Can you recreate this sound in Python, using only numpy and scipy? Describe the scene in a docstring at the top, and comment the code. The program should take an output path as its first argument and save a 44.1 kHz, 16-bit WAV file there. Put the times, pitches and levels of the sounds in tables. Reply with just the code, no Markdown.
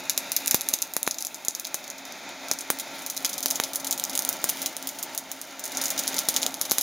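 """Torch on a pepper

Kitchen hob, phone close by: a gas torch roars softly against a pepper, noise with tube tones and a hum.
Hot skin sizzles as flickering hiss. Blisters burst: a click in ragged noise, then sputtering steam, at
times a dull thump, a one-sided pressure bump; tiny ones crackle between. Hard surfaces nearby echo
the pops; the phone colours the treble and rounds the loudest peaks."""
import sys
import numpy as np
from scipy import signal
from scipy.fft import rfft, irfft, next_fast_len
from scipy.io import wavfile
from scipy.ndimage import uniform_filter1d

SR = 44100
rng = np.random.default_rng(int(sys.argv[2]) if len(sys.argv) > 2 else 0)


def gain_from_db(level_db):
    """Convert decibel levels to linear amplitude factors (20 dB per decade)."""
    decades = np.asarray(level_db, float) / 20
    return 10 ** decades


def to_wav(sig):
    """Store sig (one row per channel, or 1-D mono) as 16-bit WAV at the path in sys.argv[1].

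    Samples outside -1..1 are clipped; the rate is SR.
    """
    pcm = np.clip(np.atleast_2d(sig), -1, 1) * 32767
    pcm = np.round(pcm).astype(np.int16)
    wavfile.write(sys.argv[1], SR, pcm.T)  # frames by channels


N = 300762  # samples

# Drift of the steady sounds, at the phone's ports. Each row: time in seconds, flame roar level in dB,
# skin sizzle level in dB.
HEAT = [(0.0, -41, -46.5), (0.62, -43, -45.5), (0.89, -46, -51), (1.48, -47, -51), (2.081, -45, -54),
        (2.4, -43.5, -53), (2.97, -41.5, -49.5), (3.26, -43, -43.5), (3.849, -40.5, -48.5),
        (4.45, -40, -44.5), (4.74, -42.5, -47), (5.04, -43.5, -51), (5.34, -44.5, -52), (5.599, -44, -50.5),
        (5.82, -37.5, -43.5), (6.23, -38.5, -43), (6.52, -40, -46), (6.82, -41, -42)]
# Spectrum of the turbulent flame. Each row: frequency in Hz, relative density in dB per Hz.
ROAR_SPECTRUM = [(30, 7.5), (100, -8), (200, -4), (330, -4.5), (470, -13), (600, -1.5), (920, -5),
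                 (1050, -11.5), (2500, -9.5), (2900, -15.5), (3700, -17), (4600, -12), (7000, -16.5),
                 (16000, -88)]
# Air columns of the burner tube, blown by the jet. Each row: frequency in Hz, width in Hz,
# level in dB re roar.
TUBE_TONES = [(650, 24, -24), (890, 24, -15.5), (1369, 53, -14.5), (2063, 96, -16.5), (2500, 60, -29),
              (3660, 77, -17)]
# A wavering hum that rides on the roar: mean pitch, starting peaks of note and octave in dB re roar rms.
HUM_HZ, HUM_DB, HUM_GROWS_DB_PER_S = 270.5, (-11, -17.5), 0.3

# The blisters that stand out. Each row: start in seconds, crack level in dB over its first 2 ms,
# steam level in dB re crack, top octave level in dB re the rest of the burst.
POPS = [(0.0971, -17.5, -3, 0.5), (0.1773, -18, -7, 4.5), (0.319, -23, -8, 8), (0.3649, -22.5, -25, 9.5),
        (0.3679, -21, -2.5, -1.5), (0.4607, -31, -11, 9), (0.4743, -25, -13, 4), (0.4789, -22, -7, 6.5),
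        (0.5109, -21, -25, 9), (0.5119, -22, 1, 1), (0.545, -14.5, -5, 4.5), (0.6101, -27, -6, 4),
        (0.6167, -34, -30, 9), (0.688, -22, -6.5, 8.5), (0.7326, -39, 8, 5), (0.7384, -17, -5.5, 3),
        (0.7885, -33, -11, -1), (0.8203, -29, -25, 9), (0.8246, -21.5, -10, 1), (0.9375, -36, -3, 9),
        (0.9664, -21.5, -9.5, 5), (1.0305, -27, -18, 9), (1.0658, -32, 4, -2), (1.0766, -24, -8, 6.5),
        (1.1109, -22.5, -5, -0.5), (1.1444, -34.5, -5, 0), (1.1852, -28, -1, 0), (1.2067, -37, 4, 4),
        (1.2244, -27, -11, 2), (1.2495, -29, -2, 5.5), (1.2692, -28.5, -7, 1), (1.345, -34, 2, 0.5),
        (1.4499, -33.5, -1, 6), (1.4839, -18, -10.5, 0), (1.5089, -34, -30, -5), (1.5506, -26, -5, -0.5),
        (1.5979, -31, -5, 7), (1.6471, -34, -25, -4), (1.6516, -27, -4, -4), (1.6701, -35.5, 3, 1),
        (1.7438, -24.5, -3, 5), (1.8418, -40.5, 0, 0), (1.879, -36.5, -5, -4), (1.9018, -33, 0.5, -1),
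        (1.981, -44.5, 8, -2), (2.0531, -40.5, 1, -1), (2.1235, -37, -8, -2), (2.2915, -44, -1, 3),
        (2.4851, -34.5, -2, 0), (2.5143, -15.5, -7, -5), (2.5363, -39, -30, 13), (2.5886, -31.5, -3, 2),
        (2.609, -34, 0.5, 3), (2.7027, -22.5, -5.5, 10), (2.788, -35, -6, 7), (2.7986, -31, 3.5, 4),
        (2.9924, -42, -2, 3), (3.0217, -44.5, 7, 4), (3.0639, -31.5, 0.5, 5), (3.1, -29, 3, 2.5),
        (3.166, -34, 6.5, 3), (3.1769, -26.5, -21, -3), (3.2479, -19, 2, -4), (3.2635, -29, -30, 4),
        (3.2934, -37.5, 8, 5), (3.3312, -33.5, 9, 0), (3.3807, -30.5, 3.5, 0.5), (3.4063, -35, -9, 6),
        (3.4285, -28, 2, 3), (3.4592, -18, -6, 2.5), (3.4832, -32, 1, 3), (3.5042, -29, 5, 7),
        (3.5103, -19, -6, 0), (3.5538, -37, -25, 1), (3.557, -27, 2, 0.5), (3.6002, -22, -10, 7.5),
        (3.6375, -23.5, 0, -1), (3.7343, -33, 0, 5), (3.7495, -38, -1, 6), (3.7585, -24.5, -4.5, 6.5),
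        (3.7995, -37.5, 5.5, 2), (3.846, -31, 2, 3), (3.8695, -31, -25, 2), (3.873, -28.5, -1, 4),
        (3.9101, -24, 2, 2), (3.9267, -24, -2, 2), (3.978, -32, -2, 3), (3.9981, -26, -11, 3.5),
        (4.0395, -21, -9, 0), (4.0515, -27, -30, -4), (4.0969, -31.5, 2, 0), (4.1317, -36, 6, 0),
        (4.1532, -27, -1, 6.5), (4.1768, -24, -14, 6), (4.1919, -21, -9, 8), (4.2224, -30.5, -3, 3),
        (4.2502, -25, -10, 8), (4.2907, -23.5, -8, 10), (4.3286, -31.5, -1, 6), (4.4419, -20.5, -7.5, 6),
        (4.4899, -29, -28, 3), (4.4935, -23.5, -1, 6.5), (4.4991, -27.5, -14, 9), (4.5719, -36.5, 0, 0),
        (4.5932, -44, 6, 3), (4.618, -31.5, 3.5, 3), (4.6282, -37, -6, 9), (4.6609, -22.5, 0, 0.5),
        (4.767, -30.5, -4, 5), (4.8267, -35.5, -2, 2), (4.8726, -30, 0, 6), (4.8901, -31, 0, 1.5),
        (4.988, -38, 3.5, 4), (5.0285, -31.5, 2, 5.5), (5.1496, -37, -5, 9), (5.1777, -25.5, -2.5, 5.5),
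        (5.3162, -31.5, -3, 7), (5.4152, -35.5, -1, 6), (5.5948, -37, 4, 2), (5.6398, -33, 1, 4),
        (5.6551, -35.5, 2, 4.5), (5.6612, -36, -1, 2), (5.6788, -36.5, -1, 2), (5.7195, -36.5, 4, 1),
        (5.75, -34, 1, -11), (5.7719, -24, 0.5, -0.5), (5.8148, -28, 5, 2.5), (5.8391, -29, 3, 4),
        (5.8568, -24.5, 3.5, -0.5), (5.8825, -31, 3, 2), (5.9041, -26.5, 3.5, 3.5), (5.9786, -26, 2, -2),
        (5.9916, -25.5, 5, 0.5), (6.0375, -30, -6, -1), (6.0726, -28.5, -1, -11), (6.0783, -21.5, -2, 2),
        (6.1256, -32, -10, -8), (6.1435, -29.5, 0, 1), (6.1658, -30, 2, 0), (6.1835, -21, -11, -1),
        (6.19, -19.5, -2, 2), (6.2869, -18.5, 0.5, 4.5), (6.3417, -32, 6, 0), (6.3643, -17, 1.5, -3),
        (6.4183, -29, -1, -8), (6.4248, -33, -4, 4), (6.4307, -19, -3, -3), (6.4648, -19.5, -7.5, 0.5),
        (6.5425, -29.5, -3, 1), (6.6139, -19, -7, 4), (6.6529, -31, 2, 1), (6.6974, -32, -10, 1),
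        (6.7119, -17, -7, 0), (6.718, -20, -5, 7), (6.7838, -19, -4, 5.5), (6.8117, -28, 4, 7.5)]
# Colour of the cracks as the flame wanders over the skin. Each row: time in seconds, lowest ringing
# frequency in Hz, share bounced off the hob.
CRACK_COLOUR = [(0, 2300, 0.45), (.9, 2600, 0.34), (1.3, 3360, 0.39), (2.3, 3330, 0.12), (3.3, 3600, 0.2),
                (4.4, 3700, 0.035), (5.9, 4080, 0.043), (6.45, 3120, 0.23), (6.82, 3220, 0.47)]
TOP_SCATTER_DB, LOW_SCATTER = 3, 0.16  # rms scatter: top of the crackles; low edge as a share of itself
CRACKLES, CRACKLE_DB = 600, -4  # number of small bursts; level near that of the faintest, re sizzle
CRACK_RISE_MS, CLICK_SHARE = 0.25, 0.9  # opening of the tear; amplitude of the click re the ragged noise
TEAR_MS = (0.15, 0.55)  # shortest and longest fade of a tear, to 1/e
STEAM_RISE_S, STEAM_T60_S, TOP_STEAM_T60_S = 0.0015, 0.055, 0.065
SPLIT_HZ = 7400  # where a burst divides into body and top
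STEAM_DB, TOP_STEAM_DB = -3, -5  # added to a row's steam level, below and above the split
BOUNCE_M = 0.0568  # extra path of the bounce
BURST_LENGTH = 2048  # samples

KITCHEN_T60_S, KITCHEN_DB = 0.16, -15  # decay of the echoes; their energy re an uncoloured click
# Deep blisters that also blow a slug of air at the phone. Each row: time in seconds, peak level in dB,
# length in ms at half height, without the tip.
THUMPS = [(0.5453, -4.5, 0.5), (0.546, -19, 2.6), (0.7382, -21.5, 1.2), (0.9665, -7.5, 0.2),
          (1.0766, -0.5, 0.18), (1.4838, -21.5, 0.78), (1.745, -15.5, 0.19), (2.5145, -12, 0.33),
          (2.703, -2, 0.21), (3.248, -2.5, 0.045), (3.4601, -14, 0.26), (3.6003, 0, 0.17),
          (4.2909, -20, 0.32), (4.442, -9.5, 0.26), (6.2869, -18, 0.74), (6.465, -16, 0.26),
          (6.7164, -11.5, 0.48), (6.7839, -5.5, 0.16)]
TIP_SHARE = 0.5  # sharp tip on each slug, a third as long

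# A valley in the whole sound, likely a bounce off the hob, that sinks as pepper and torch are lifted
# and rises a little at the end, with a crest above it. Each row: time in seconds, valley frequency in Hz,
# share added at the crest.
VALLEY = [(0, 3230, 1), (1.4, 2950, 0.57), (2.6, 2820, 0.66), (4.2, 2650, 0.34), (5, 2560, 0.14),
          (6.82, 2680, 0.45)]
VALLEY_WIDTH_HZ, VALLEY_SHARE = 550, 0.62
CREST_HZ, CREST_WIDTH_HZ = 3870, 400

# Unlikeness of the phone's two microphone ports. Each row: frequency in Hz, side minus mid in dB.
PORTS = [(30, -11), (150, -31.5), (700, -25.5), (1500, -20.5), (2500, -23.5), (4500, -12), (7000, -15),
         (9000, -10), (15000, -14)]
# Resonances of the phone's port and case. Each row: frequency in Hz, gain in dB.
PHONE = [(300, 2), (2000, 2), (2550, 6), (3350, 2.5), (3650, 1.5), (4150, 0.5), (4450, -1), (5600, 0),
         (6650, 5), (7250, 1.5), (7800, -5.5), (8700, 1.5), (9700, 2), (10900, 5), (12300, -2.5),
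         (12900, 3), (14000, 1.5), (15100, 5), (15700, -2)]
LOW_CUT_HZ = 220
# Band edges: low rumble eased and the treble cut steeply near 16 kHz. Each row: frequency in Hz, gain in dB.
BAND_EDGES = [(20, -7), (90, 0), (15750, 0), (15900, -8), (16550, -14), (16900, -70)]


def colour(x, points):
    """Weight the spectrum by (Hz, dB) points."""
    hz, db = np.transpose(points)
    size = next_fast_len(x.shape[-1])
    f = np.maximum(np.fft.rfftfreq(size, 1 / SR), 1)
    gain = gain_from_db(np.interp(np.log(f), np.log(hz), db))
    return irfft(rfft(x, size) * gain, size)[..., :x.shape[-1]]


def causal(points):
    """Response that only rings after a click, from the cepstrum of the log gain."""
    click = np.zeros(1024)
    click[0] = 1
    cepstrum = irfft(np.log(np.abs(rfft(colour(click, points)))))
    # fold the half before the click onto the half after it
    cepstrum[1:512] *= 2
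    cepstrum[513:] = 0
    return irfft(np.exp(rfft(cepstrum)))[:512]


def unit(x):
    """Scale to rms 1 along time."""
    return x / np.sqrt(np.mean(x ** 2, axis=-1, keepdims=True))


def walk(rate):
    """Random levels held 1 / rate s and slewed twice; spread near 1."""
    hold = int(SR / rate)
    steps = np.repeat(rng.standard_normal(N // hold + 1), hold)
    return 1.3 * uniform_filter1d(uniform_filter1d(steps, hold), hold)[:N]


def ports(mid, other):
    """Left and right ports: the same sound plus and minus an unrelated share."""
    side = colour(other, PORTS)
    return np.array([mid + side, mid - side])


def flame(roar_db):
    """Fluttering turbulence, the narrow tones of the tube and a hum that wavers in pitch and level."""
    both = unit(colour(rng.standard_normal((2, N)), ROAR_SPECTRUM))  # mid and side feeds
    for hz, width, db in TUBE_TONES:
        resonance = signal.iirpeak(hz, hz / width, fs=SR)
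        tone = signal.lfilter(*resonance, rng.standard_normal((2, N)))
        both = both + gain_from_db(db) * unit(tone)
    phase = 2 * np.pi * np.cumsum(HUM_HZ + 2.34 * walk(8.3)) / SR
    grows_db = HUM_GROWS_DB_PER_S * np.arange(N) / SR
    quarter_turn = np.array([[0], [np.pi / 2]])  # between the two feeds
    for k, db in enumerate(HUM_DB):
        level = gain_from_db(db + grows_db + 3.45 * walk(20) / (k + 1))
        both = both + level * np.sin((k + 1) * phase + quarter_turn)
    # the upper roar is beamed, so it drifts as the torch turns
    upper = colour(both, [(900, -40), (1500, 0), (16000, 0)]) * 0.12 * walk(3)
    return ports(*(both + upper)) * gain_from_db(roar_db + 1.2 * walk(18))


def sizzle(sizzle_db):
    """Steam seeping from the hot skin: a flickering hiss."""
    hiss = colour(rng.standard_normal((2, N)), [(1500, 2), (3500, 7), (8000, 0), (16000, 0)])
    return ports(*unit(hiss)) * gain_from_db(sizzle_db + 1.8 * walk(60) + 2 * walk(9))


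def crackles(times, sizzle_db):
    """Small blisters at random, mostly faint, denser and louder where the skin is hot."""
    when, size, steam, top = rng.random((CRACKLES, 4)).T
    grid = np.linspace(0, N / SR, num=200)
    heat = np.cumsum(gain_from_db(np.interp(grid, times, sizzle_db)))
    s = np.interp(when * heat[-1], heat, grid)
    crack_db = np.interp(s, times, sizzle_db) + CRACKLE_DB - 3.5 * np.log(size + 0.08)
    # sqrt(12) brings an even spread to rms 1
    top_db = TOP_SCATTER_DB * np.sqrt(12) * (top - 0.5)
    return np.transpose([s, crack_db, -16 + 10 * steam, top_db])


def character(rows):
    """Add low edge, bounce and tear length: the slow drift plus each blister's own chance."""
    s, low_hz, bounce = np.transpose(CRACK_COLOUR)
    low_chance, tear_chance = rng.random((len(rows), 2)).T
    low = np.interp(rows[:, 0], s, low_hz) * (1 + LOW_SCATTER * np.sqrt(12) * (low_chance - 0.5))
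    tear_ms = TEAR_MS[0] * (TEAR_MS[1] / TEAR_MS[0]) ** tear_chance
    return np.column_stack([rows, low, np.interp(rows[:, 0], s, bounce), tear_ms])


def bursts(rows):
    """Each blister: one click with ragged noise about a millisecond long, then sputtering steam."""
    s, crack_db, steam_db, top_db, low_hz, bounce, tear_ms = (c[:, None] for c in np.transpose(rows))
    lead = 128  # samples ahead of the click
    t = (np.arange(BURST_LENGTH) - lead) / SR
    f = np.fft.rfftfreq(BURST_LENGTH, 1 / SR)
    # direct sound plus its delayed bounce, at 343 m/s
    hob = 1 + np.clip(bounce, 0, 1) * np.exp(-2j * np.pi * f * BOUNCE_M / 343)
    body_band = hob * f ** 4 / (f ** 4 + low_hz ** 4) / (1 + (f / SPLIT_HZ) ** 12)
    top_band = hob / (1 + (SPLIT_HZ / np.maximum(f, 1)) ** 12)
    noise = rng.standard_normal((len(rows), 2, BURST_LENGTH))
    # the tear opens fast and fades more slowly
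    opening = np.exp(-(1000 * t / CRACK_RISE_MS) ** 2)
    tear = np.where(t < 0, opening, np.exp(-1000 * np.abs(t) / tear_ms))
    power = np.sum(tear ** 2, axis=1, keepdims=True)
    click = CLICK_SHARE * np.sqrt(power) * (t == 0) * np.sign(noise[:, 1, :1])
    crack = rfft(noise[:, 0] * tear + click)
    sputter = gain_from_db(2.5 * unit(uniform_filter1d(noise[:, 1], size=60)))
    steam = (t > 0) * (1 - np.exp(-np.abs(t) / STEAM_RISE_S)) * sputter
    shape = 0
    for band, db, jet_db, t60 in ((body_band, 0, STEAM_DB, STEAM_T60_S),
                                  (top_band, top_db, TOP_STEAM_DB, TOP_STEAM_T60_S)):
        # energy as if the crack held its level for 2 ms
        snap = unit(irfft(crack * band)) * np.sqrt(0.002 * SR / BURST_LENGTH)
        hiss = unit(irfft(rfft(noise[:, 0]) * band))
        jet = gain_from_db(steam_db + jet_db) * hiss * steam * np.exp(-np.log(1000) * t / t60)
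        shape = shape + gain_from_db(db) * (snap + jet)
    out = np.zeros(N + BURST_LENGTH)
    for at, one in zip((s[:, 0] * SR).astype(int), gain_from_db(crack_db) * shape):
        out[at:at + BURST_LENGTH] += one
    return out[lead:N + lead]


def kitchen(x):
    """Hard surfaces: a decaying spray of echoes, weighted to the treble, unlike at the two ports."""
    t = np.arange(int(0.4 * SR)) / SR
    decay = (t > 0.003) * np.exp(-np.log(1000) * t / KITCHEN_T60_S)
    echoes = rng.standard_normal((2, len(t))) * decay
    echoes = colour(echoes, [(300, 2.6), (6000, 27), (16000, 25)])
    echoes = gain_from_db(KITCHEN_DB) * echoes / np.sqrt(np.sum(echoes[0] ** 2))
    return ports(*signal.fftconvolve(x[None], echoes, axes=1)[:, :N])


def thumps(sign):
    """Slugs of air: one-sided pressure bumps, just ahead of the crack's ringing."""
    out, t = np.zeros(N), np.arange(-100, 100) / SR
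    for (s, db, ms), way in zip(THUMPS, sign):
        at = int(s * SR) - 100
        bump = np.exp(-4 * np.log(2) * ((t + 0.000071) / (ms / 1000)) ** 2)
        tip = bump ** 9
        out[at:at + len(t)] += way * gain_from_db(db) * ((1 - TIP_SHARE) * bump + TIP_SHARE * tip)
    return out


def moving_band(x, hz, width_hz):
    """Pick out a moving band: shift it down to zero, smooth it, shift it back."""
    turn = np.exp(2j * np.pi * np.cumsum(hz) / SR)
    smoother = signal.butter(1, width_hz / 2, fs=SR)
    return 2 * (signal.lfilter(*smoother, x / turn) * turn).real


def valley(x):
    """Thin out the moving valley and lift the crest, as a bounce cancels one band and aids another."""
    s, hz, crest = np.transpose(VALLEY)
    t = np.arange(N) / SR
    valley_hz, crest_share = np.interp(t, s, hz), np.interp(t, s, crest)
    thinned = x - VALLEY_SHARE * moving_band(x, valley_hz, VALLEY_WIDTH_HZ)
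    return thinned + crest_share * moving_band(x, np.full(N, CREST_HZ), CREST_WIDTH_HZ)


def scene():
    """Flame, sizzle and bursts in the kitchen, as they reach the phone."""
    s, roar_db, sizzle_db = np.transpose(HEAT)
    t = np.arange(N) / SR
    rows = character(np.vstack([POPS, crackles(s, sizzle_db)]))
    pops = bursts(rows) + thumps(np.ones(len(THUMPS)))
    # each slug of air reaches one port or the other more squarely
    apart = bursts(rows) + thumps(2.7 * rng.choice([-1, 1], len(THUMPS)))
    steady = flame(np.interp(t, s, roar_db)) + sizzle(np.interp(t, s, sizzle_db))
    return valley(ports(pops, apart) + kitchen(pops) + steady)


def roll_off(x):
    """The treble ends steeply here."""
    return signal.sosfilt(signal.butter(12, 17150, fs=SR, output="sos"), x)


def record(dry):
    """The phone close by: port resonances, soft overload, low cut and band limits."""
    x = signal.fftconvolve(dry, causal(PHONE)[None], axes=1)[:, :N]
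    x = np.tanh(1.15 * x) / 1.15  # rounds the loudest peaks
    low_cut = signal.butter(2, LOW_CUT_HZ, "high", fs=SR, output="sos")
    x = colour(signal.sosfilt(low_cut, x), BAND_EDGES)
    return roll_off(x)


dry = scene()
out = record(dry)
to_wav(out)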